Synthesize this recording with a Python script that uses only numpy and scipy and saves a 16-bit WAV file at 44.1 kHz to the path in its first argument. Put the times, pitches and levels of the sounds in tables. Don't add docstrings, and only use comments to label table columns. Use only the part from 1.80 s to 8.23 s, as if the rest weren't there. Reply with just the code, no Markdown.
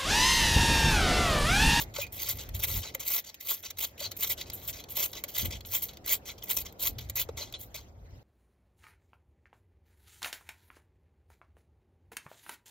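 import sys
import numpy as np
from scipy import signal
from scipy.fft import rfft, irfft, next_fast_len
from scipy.io import wavfile
from scipy.ndimage import uniform_filter1d, map_coordinates

SR = 44100
rng = np.random.default_rng(int(sys.argv[2]) if len(sys.argv) > 2 else 0)


def to_linear_factor(level_db):
    exponent = np.asarray(level_db, float) / 20
    return 10 ** exponent


def transcribe(u):
    v = np.clip(np.atleast_2d(u).T, -1, 1)
    q = np.round(v * 32767).astype(np.int16)
    wavfile.write(sys.argv[1], SR, q)


N = 283563

# start in seconds, nozzle hiss in dB, pump body over the hiss
# in dB, rise in seconds, hold in seconds, time to fall 60 dB in seconds.
SPURTS = [(0, -35.5, -3.5, 0.00066, 0.022, 0.064), (0.1357, -53, 9.5, 0.0077, 0, 0.021),
          (0.136, -51.5, 10.5, 0.016, 0.057, 0.12), (0.183, -35.5, -11, 0.0011, 0, 0.04),
          (0.196, -43.5, -1, 0.0068, 0.032, 0.05), (0.2606, -57, 8, 0.0062, 0.006, 0.03),
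          (0.316, -47, -7, 0.0096, 0.076, 0.2), (0.35, -44.5, 0, 0.052, 0.078, 0.2),
          (0.408, -34, -9, 0.0033, 0.011, 0.11), (0.483, -36, -5, 0.0048, 0.037, 0.078),
          (0.551, -48, -5, 0.0045, 0.016, 0.082), (0.5776, -51.5, 7.5, 0.009, 0.032, 0.15),
          (0.6896, -43.5, 2, 0.00078, 0, 0.02), (0.734, -61, 12, 0.008, 0.016, 0.012),
          (0.7404, -40.5, -8, 0.008, 0, 0.19), (0.788, -44.5, -2.5, 0.0063, 0.045, 0.121),
          (0.831, -32, -3.5, 0.0079, 0.01, 0.031), (0.84, -36.5, -5.5, 0.048, 0.093, 0.16),
          (1.011, -56, 12.5, 0.013, 0.058, 0.11), (1.1395, -59.5, 5, 0.002, 0, 0.13),
          (1.1448, -29.5, -5.5, 0.0055, 0.00075, 0.016), (1.1927, -58.5, 13, 0.003, 0.0078, 0.027),
          (1.1929, -41.5, -4.5, 0.0066, 0.015, 0.23), (1.2356, -32.5, -7, 0.043, 0.097, 0.091),
          (1.3703, -37.5, -1.5, 0.0074, 0.013, 0.051), (1.4363, -56, 7.5, 0.01, 0.005, 0.034),
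          (1.4502, -53, 6.5, 0.015, 0.036, 0.046), (1.51, -78, 7, 0.0071, 0.013, 0.2),
          (1.5426, -44, 0.5, 0.001, 0, 0.028), (1.5937, -48.5, -7, 0.015, 0.054, 0.04),
          (1.656, -43.5, -1, 0.0089, 0.0067, 0.018), (1.6605, -31.5, -5.5, 0.033, 0.02, 0.22),
          (1.827, -47, -10, 0.001, 0.00056, 0.04), (1.8274, -52, 7, 0.01, 0.027, 0.16),
          (1.8967, -41.5, 0, 0.0097, 0.0054, 0.012), (1.963, -34, -3.5, 0.053, 0.029, 0.12),
          (1.966, -57, 8, 0.008, 0.002, 0.03), (1.9835, -38, -1.5, 0.0033, 0.0066, 0.012),
          (2.1755, -51.5, 7, 0.005, 0, 0.049), (2.188, -47.5, 4.5, 0.0075, 0.064, 0.11),
          (2.238, -54, 14.5, 0.004, 0.013, 0.06), (2.3083, -42, 1, 0.0084, 0.0033, 0.029),
          (2.3492, -64, 2, 0.008, 0.0054, 0.012), (2.3628, -41.5, -12, 0.005, 0.0058, 0.03),
          (2.3654, -39, -4, 0.046, 0.055, 0.19), (2.416, -30.5, -6.5, 0.012, 0.0084, 0.082),
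          (2.4877, -33, -5, 0.0062, 0.039, 0.032), (2.563, -53.5, 7.5, 0.016, 0.042, 0.1),
          (2.611, -40, 4, 0.001, 0.0015, 0.044), (2.655, -83, 30, 0.0054, 0, 0.045),
          (2.663, -60.5, 10.5, 0.0045, 0, 0.15), (2.6991, -42.5, 3.5, 0.0012, 0.00053, 0.019),
          (2.715, -71.5, 18, 0.0052, 0.0047, 0.018), (2.728, -40.5, -13, 0.0065, 0.0097, 0.09),
          (2.759, -58, -2, 0.0082, 0.071, 0.012), (2.813, -48, -4, 0.037, 0.015, 0.121),
          (2.8743, -36.5, -7, 0.0038, 0.026, 0.054), (2.921, -54.5, 5.5, 0.0093, 0.074, 0.08),
          (3.0385, -50, 4, 0.001, 0.0012, 0.024), (3.081, -43, -9.5, 0.024, 0.017, 0.101),
          (3.083, -78, 31.5, 0.0077, 0, 0.017), (3.1304, -30.5, -5.5, 0.049, 0.03, 0.22),
          (3.2125, -40, -2.5, 0.0056, 0.047, 0.017), (3.3146, -43.5, -18, 0.002, 0.0016, 0.02),
          (3.3278, -43.5, 4, 0.0046, 0, 0.032), (3.329, -50, 5.5, 0.026, 0.025, 0.1),
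          (3.429, -65, 4, 0.008, 0.013, 0.101), (3.4376, -32.5, 1.5, 0.00081, 0, 0.028),
          (3.4765, -44, -3.5, 0.0095, 0.0086, 0.12), (3.5126, -38.5, -4, 0.054, 0.055, 0.21),
          (3.544, -35.5, -6, 0.008, 0.048, 0.018), (3.6465, -37, -4.5, 0.0034, 0.013, 0.058),
          (3.695, -52.5, 8, 0.015, 0.038, 0.12), (3.806, -48.5, 7, 0.0016, 0, 0.02),
          (3.8493, -70, 25, 0.001, 0, 0.021), (3.852, -47.5, -8.5, 0.008, 0.019, 0.16),
          (3.891, -30, -7, 0.045, 0.018, 0.18), (4.0162, -35.5, -8.5, 0.005, 0.019, 0.14),
          (4.0801, -60.5, 13.5, 0.007, 0, 0.19), (4.133, -55.5, 2, 0.001, 0.00055, 0.04),
          (4.1694, -57, 7.5, 0.002, 0, 0.021), (4.238, -75.5, 20, 0.0057, 0.018, 0.012),
          (4.244, -32.5, -4, 0.049, 0.054, 0.079), (4.2613, -31, -6, 0.00078, 0, 0.025),
          (4.4484, -51.5, 6.5, 0.0089, 0.048, 0.11), (4.5762, -59, 7, 0.0075, 0.0051, 0.027),
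          (4.618, -64.5, 17, 0.0068, 0.0015, 0.018), (4.632, -44.5, -8, 0.0024, 0.0063, 0.11),
          (4.6644, -49.5, -1.5, 0.007, 0.0026, 0.2), (4.669, -31, -8.5, 0.036, 0.01, 0.17),
          (4.689, -31, -5.5, 0.0053, 0, 0.022), (4.76, -37, -6, 0.009, 0.047, 0.051),
          (4.848, -53, 7.5, 0.004, 0.0084, 0.13), (4.9232, -51, 0, 0.0022, 0, 0.017),
          (4.979, -32, -5, 0.05, 0.047, 0.094), (5.1802, -50.5, 6, 0.0048, 0, 0.22),
          (5.288, -54.5, 3, 0.002, 0, 0.033), (5.295, -27.5, -3, 0.0038, 0, 0.018),
          (5.3415, -34, -1.5, 0.036, 0.038, 0.072), (5.352, -34.5, -8, 0.005, 0.024, 0.081),
          (5.4875, -53.5, 11.5, 0.0014, 0, 0.028), (5.563, -50.5, 8, 0.015, 0.054, 0.13),
          (5.6576, -74.5, 16, 0.008, 0.029, 0.19), (5.7234, -45, 2, 0.002, 0, 0.02),
          (5.735, -65.5, 19.5, 0.007, 0, 0.123), (5.78, -48.5, -11, 0.018, 0.033, 0.14),
          (5.9405, -53.5, 5, 0.0045, 0.022, 0.081), (5.969, -55, 7.5, 0.004, 0.0053, 0.15)]
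# frequency in Hz, level in dB per Hz.
HISS_SPECTRUM = [(5000, -67), (7000, -2), (9000, -6), (11000, -6), (12800, 2.5), (15000, 2.5), (15800, -3),
                 (16300, -40), (17000, -36)]
# frequency in Hz, level in dB per Hz.
BODY_SPECTRUM = [(150, -40), (300, -13), (600, -9.5), (1000, -11.5), (1500, -13), (2300, -8), (3300, -3.5),
                 (4800, -7), (7000, -1.5), (9000, -10.5), (12000, -49.5)]
# centre in Hz, width in Hz, level in dB.
CHAMBER_MODES = [(2140, 330, -11), (3430, 885, 1.5), (4400, 750, -4), (5810, 750, 2)]
# start in seconds, peak in dB, pitch in Hz, 60 dB decay in seconds.
KNOCKS = [
    (0.185, -27.5, 569, 0.043),
    (1.15, -38, 530, 0.055),
    (2.211, -37, 597, 0.05),
    (3.44, -40, 587, 0.05),
    (5.297, -52, 550, 0.05),
    (5.49, -24, 467, 0.028),
    (5.946, -43, 624, 0.042),
]
# start in seconds, pitch in Hz, level in dB, 60 dB decay in seconds.
PINGS = [(.222, 2467, -32, 0.13), (2.248, 4050, -34, 0.11), (2.25, 6083, -36, 0.067),
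         (3.001, 4070, -52, 0.13), (4.5, 4350, -36, .05), (4.89, 4070, -57, 0.12), (5.618, 4115, -40, 0.11),
         (5.62, 6745, -44, .06), (5.745, 4075, -43, .14), (5.975, 4300, -42.5, 0.065),
         (5.975, 7050, -51, 0.072)]
# start in seconds, pitch in Hz, width in Hz, level in dB, length in seconds.
SQUEAKS = [
    (.215, 2460, 90, -43, 0.042),
    (2.22, 4550, 200, -43, .025),
    (2.242, 4400, 450, -38, 0.024),
    (2.605, 4500, 301, -48.5, .02),
    (5.607, 4150, 300, -41, 0.02),
    (5.737, 3550, 453, -39, 0.012),
]
# frequency in Hz, lead of the left port in radians.
PORT_LEAD = [(1000, 0), (2000, -.9), (3600, 0), (5500, 1.1), (7500, 2.4), (8600, 2.9), (10000, 3.4),
             (11300, 4.6), (12600, 5.8), (14000, 6.2), (16000, 6.5)]
# frequency in Hz, level in dB.
POT_ECHOES = [(200, -5), (1000, -1), (2500, 0), (4500, -5.5), (8000, -14.5), (12000, -12), (16000, -16)]
# time in seconds, wind buffet in dB, far hum in dB, leaves in dB.
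AIR_LEVELS = [(0.0, -46, -51.5, -64), (0.11, -46, -58, -66.5), (0.29, -55, -57.5, -71),
              (0.43, -50, -57, -65), (0.48, -40.5, -64, -68.5), (0.59, -42.5, -55, -65),
              (0.62, -49, -56.5, -63), (0.72, -35, -59.5, -64), (0.84, -47, -57, -62),
              (0.97, -32.5, -55, -69), (1.05, -54, -56, -66.5), (1.56, -69.5, -69, -68.5),
              (2.04, -55, -65.5, -70), (2.17, -59, -61, -70), (2.27, -53, -57.5, -65),
              (2.38, -58, -59.5, -65), (2.42, -53.5, -58.5, -71), (2.78, -53, -56, -62),
              (2.83, -57, -58.5, -67), (2.9, -47.5, -57.5, -65), (3.04, -58, -57.5, -68),
              (3.22, -51.5, -58, -73), (3.56, -58.5, -58, -64), (3.65, -37, -51, -62),
              (3.81, -53, -59.5, -70), (4.35, -55, -57.5, -70.5), (4.6, -56, -59, -67.5),
              (4.67, -60, -56, -63), (4.8, -51.5, -56, -67), (4.99, -58.5, -57, -72),
              (5.1, -40.5, -55, -70.5), (5.43, -48, -65, -67.5), (5.46, -49, -57.5, -70),
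              (6.09, -52.5, -62, -70.5), (6.14, -55.5, -63.5, -79), (6.36, -48, -64, -70.5),
              (6.43, -56, -63.5, -74)]
# frequency in Hz, level in dB per Hz.
BUFFET_SPECTRUM = [(15, -59), (28, -23.5), (45, -4), (65, -2.5), (90, -2.5), (115, -6), (150, -19),
                   (300, -31.5), (600, -73)]
# start in seconds, level in dB, 60 dB decay in seconds.
SLAPS = [
    (.93, -48, .25),
    (3.624, -33.5, 0.31),
    (5.09, -46.5, 0.28),
]
# frequency in Hz, level in dB per Hz.
SLAP_SPECTRUM = [(30, -29), (60, 3), (120, -9), (300, -14), (600, -34), (1000, -59)]
# frequency in Hz, level in dB per Hz.
HUM_SPECTRUM = [(70, -37), (130, -3), (200, -3), (330, -4), (600, -5), (820, -10), (1000, -17),
                (1500, -24.5), (2500, -62)]
# frequency in Hz, level in dB per Hz.
LEAVES_SPECTRUM = [(700, -42), (1200, -6), (2000, 1.5), (2800, -4.5), (4000, -4.5), (7000, -11.5),
                   (8500, -22), (11000, -24), (13200, -8.5), (15800, -16.5), (16400, -52.5)]
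# frequency in Hz, side over mid in dB.
FAR_SIDE = [(100, -23.5), (250, -11), (600, -6.5), (1300, 3.5), (4400, 0.5), (8500, 11), (11000, 9),
            (13500, -13)]


def unit(x):
    return x / np.sqrt(np.mean(x ** 2) + 1e-20)


def along(points, hz):
    f, value = np.transpose(points)
    return np.interp(np.log(hz + 1), np.log(f + 1), value)


def wobble(rate):
    knots = rng.standard_normal(int(N * rate / SR) + 4)
    return map_coordinates(knots, [np.arange(N) * rate / SR])


def filtered(x, response):
    m = next_fast_len(N + 8192)
    return irfft(rfft(x, m) * response(np.fft.rfftfreq(m, 1 / SR)), m)[..., :N]


def noise(spectrum, channels=1, patchy_db=0.):
    z = signal.stft(rng.standard_normal((channels, N)), nperseg=256)[2]
    patches = uniform_filter1d(rng.standard_normal(z.shape[1:]), size=4, axis=0)
    patches = uniform_filter1d(patches, size=8, axis=1)
    x = signal.istft(z * to_linear_factor(patchy_db * unit(patches)), nperseg=256)[1][:, :N]
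    return unit(filtered(x, lambda hz: to_linear_factor(along(spectrum, hz))))


def flow():
    power = np.zeros((2, N + SR))
    u = np.arange(SR // 3) / SR
    for s, db, body_db, rise, hold, t60 in SPURTS:
        opening = np.clip(u / max(rise, .0005), 0, 1) ** 2
        closing = to_linear_factor(-60 * np.clip(u - rise - hold, 0, None) / max(t60, .008))
        start = round(s * SR)
        power[:, start:start + len(u)] += (to_linear_factor([[db], [db + body_db]]) * opening * closing) ** 2
    hiss, body = np.sqrt(power[:, :N])
    sputter = to_linear_factor(1.5 * wobble(60) + 2.34 * wobble(150) + 2.2 * wobble(600))
    hiss = hiss * unit(sputter * to_linear_factor(1.4 * wobble(250)))
    body = body * unit(sputter ** 0.76 * to_linear_factor(1.64 * wobble(120)))
    return hiss, body


def chamber(hz):
    response = 0.49
    for k, (centre, width, db) in enumerate(CHAMBER_MODES):
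        damping = 1j * hz * width
        response = response + (-1) ** k * to_linear_factor(db) * damping / (centre * centre - hz * hz + damping)
    return response


def spray():
    hiss, body = flow()
    rush = unit(filtered(noise(BODY_SPECTRUM, patchy_db=3)[0], chamber))
    return to_linear_factor(3.0) * hiss * noise(HISS_SPECTRUM, patchy_db=2.5)[0] + to_linear_factor(1.9) * body * rush


def trigger():
    out = np.zeros(N + SR)
    u = np.arange(SR // 3) / SR
    for s, db, hz, t60 in KNOCKS:
        phase = 2 * np.pi * hz * u
        ring = np.sin(phase)
        ring += 0.68 * to_linear_factor(-60 * u / 0.027) * np.sin(1.65 * phase)
        ring += 0.47 * to_linear_factor(-60 * u / 0.017) * np.sin(2.57 * phase)
        out[round(s * SR):][:len(u)] += to_linear_factor(db - 60 * u / t60) * (1 - np.exp(-u / 0.0011)) * ring
    for s, hz, db, t60 in PINGS:
        ring = np.sin(2 * np.pi * hz * u)
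        out[round(s * SR):][:len(u)] += to_linear_factor(db - 60 * u / t60) * (1 - np.exp(-u / 0.001)) * ring
    return out[:N]


def squeaks():
    out = np.zeros(N + SR)
    u = np.arange(SR // 8) / SR
    for s, hz, width, db, length in SQUEAKS:
        slips = uniform_filter1d(rng.standard_normal((2, len(u))), size=int(SR / width), axis=1)
        phase = 2 * np.pi * hz * u
        tone = unit(slips[0] * np.sin(phase) + slips[1] * np.cos(phase))
        fade = to_linear_factor(db - 60 * np.clip(u - length, 0, None) / 0.035)
        out[round(s * SR):][:len(u)] += fade * np.clip(u / .004, 0, 1) * tone
    return out[:N]


def ports(x):
    halves = np.array([[1], [-1]])
    direct = filtered(x, lambda hz: np.exp(.5j * along(PORT_LEAD, hz) * halves))
    u = np.arange(SR // 20) / SR
    tail = rng.standard_normal((2, len(u))) * to_linear_factor(-60 * u / 0.042)
    echoes = signal.fftconvolve(x[None], tail / np.linalg.norm(tail[0]), axes=1)[:, :N]
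    return direct + filtered(echoes, lambda hz: to_linear_factor(along(POT_ECHOES, hz)))


def wind():
    t = np.arange(N) / SR
    s, buffet_db, _, _ = np.transpose(AIR_LEVELS)
    buffet = noise(BUFFET_SPECTRUM, channels=2) * unit(to_linear_factor(1.8 * wobble(13)))
    buffet[1] = filtered(buffet[1], lambda hz: to_linear_factor(along([(30, -20), (90, -18.5), (200, -5.5)], hz)))
    slap = np.zeros(N)
    for start, db, t60 in SLAPS:
        since = t - start
        slap += to_linear_factor(db - 60 * np.clip(since, 0, None) / t60) * np.clip(since / .008, 0, 1)
    gusts = slap * noise(SLAP_SPECTRUM, channels=2) * to_linear_factor([[0], [-6]])
    return to_linear_factor(np.interp(t, s, buffet_db)) * buffet + gusts


def neighbourhood():
    t = np.arange(N) / SR
    s, _, hum_db, leaves_db = np.transpose(AIR_LEVELS)
    hum = noise(HUM_SPECTRUM, channels=2) * to_linear_factor(np.interp(t, s, hum_db) + 1.5)
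    leaves = noise(LEAVES_SPECTRUM, channels=2, patchy_db=4.0) * to_linear_factor(np.interp(t, s, leaves_db))
    far = hum + leaves
    far[1] = filtered(far[1], lambda hz: to_linear_factor(along(FAR_SIDE, hz)))
    return far


def scene():
    mid, side = wind() + neighbourhood()
    return ports(spray() + trigger() + squeaks()) + np.array([mid + side, mid - side])


def joint_stereo(x, under_db, starve_db, attack_db):
    _, _, z = signal.stft(np.array([x[0] + x[1], x[0] - x[1]]) / 2, SR, nperseg=2048)
    bands = (np.abs(z[:, :-1]) ** 2).reshape(2, 32, 32, -1).mean(axis=2)
    leeway = to_linear_factor(5 * rng.standard_normal(bands.shape[2]))
    near_twin = bands > bands[::-1] * to_linear_factor(2 * under_db) * leeway
    near_peak = bands > bands[:, 4:].max(axis=(0, 1)) * to_linear_factor(2 * starve_db)
    keep = near_twin & near_peak
    treble = bands[:, 4:].sum(axis=(0, 1))
    keep[..., 1:] |= treble[1:] > treble[:-1] * to_linear_factor(2 * attack_db)
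    keep[:, :5] = True
    z[:, :-1] *= np.repeat(keep, 32, axis=1)
    mid, side = signal.istft(z, SR, nperseg=2048)[1][:, :N]
    return np.array([mid + side, mid - side])


def low_pass(x):
    return signal.sosfilt(signal.butter(12, 16970, fs=SR, output="sos"), x)


def record(dry):
    limited = filtered(dry, lambda hz: hz < 16900)
    mix = joint_stereo(limited, under_db=-10, starve_db=-24, attack_db=7)
    return low_pass(mix)


dry = scene()
out = record(dry)
transcribe(out)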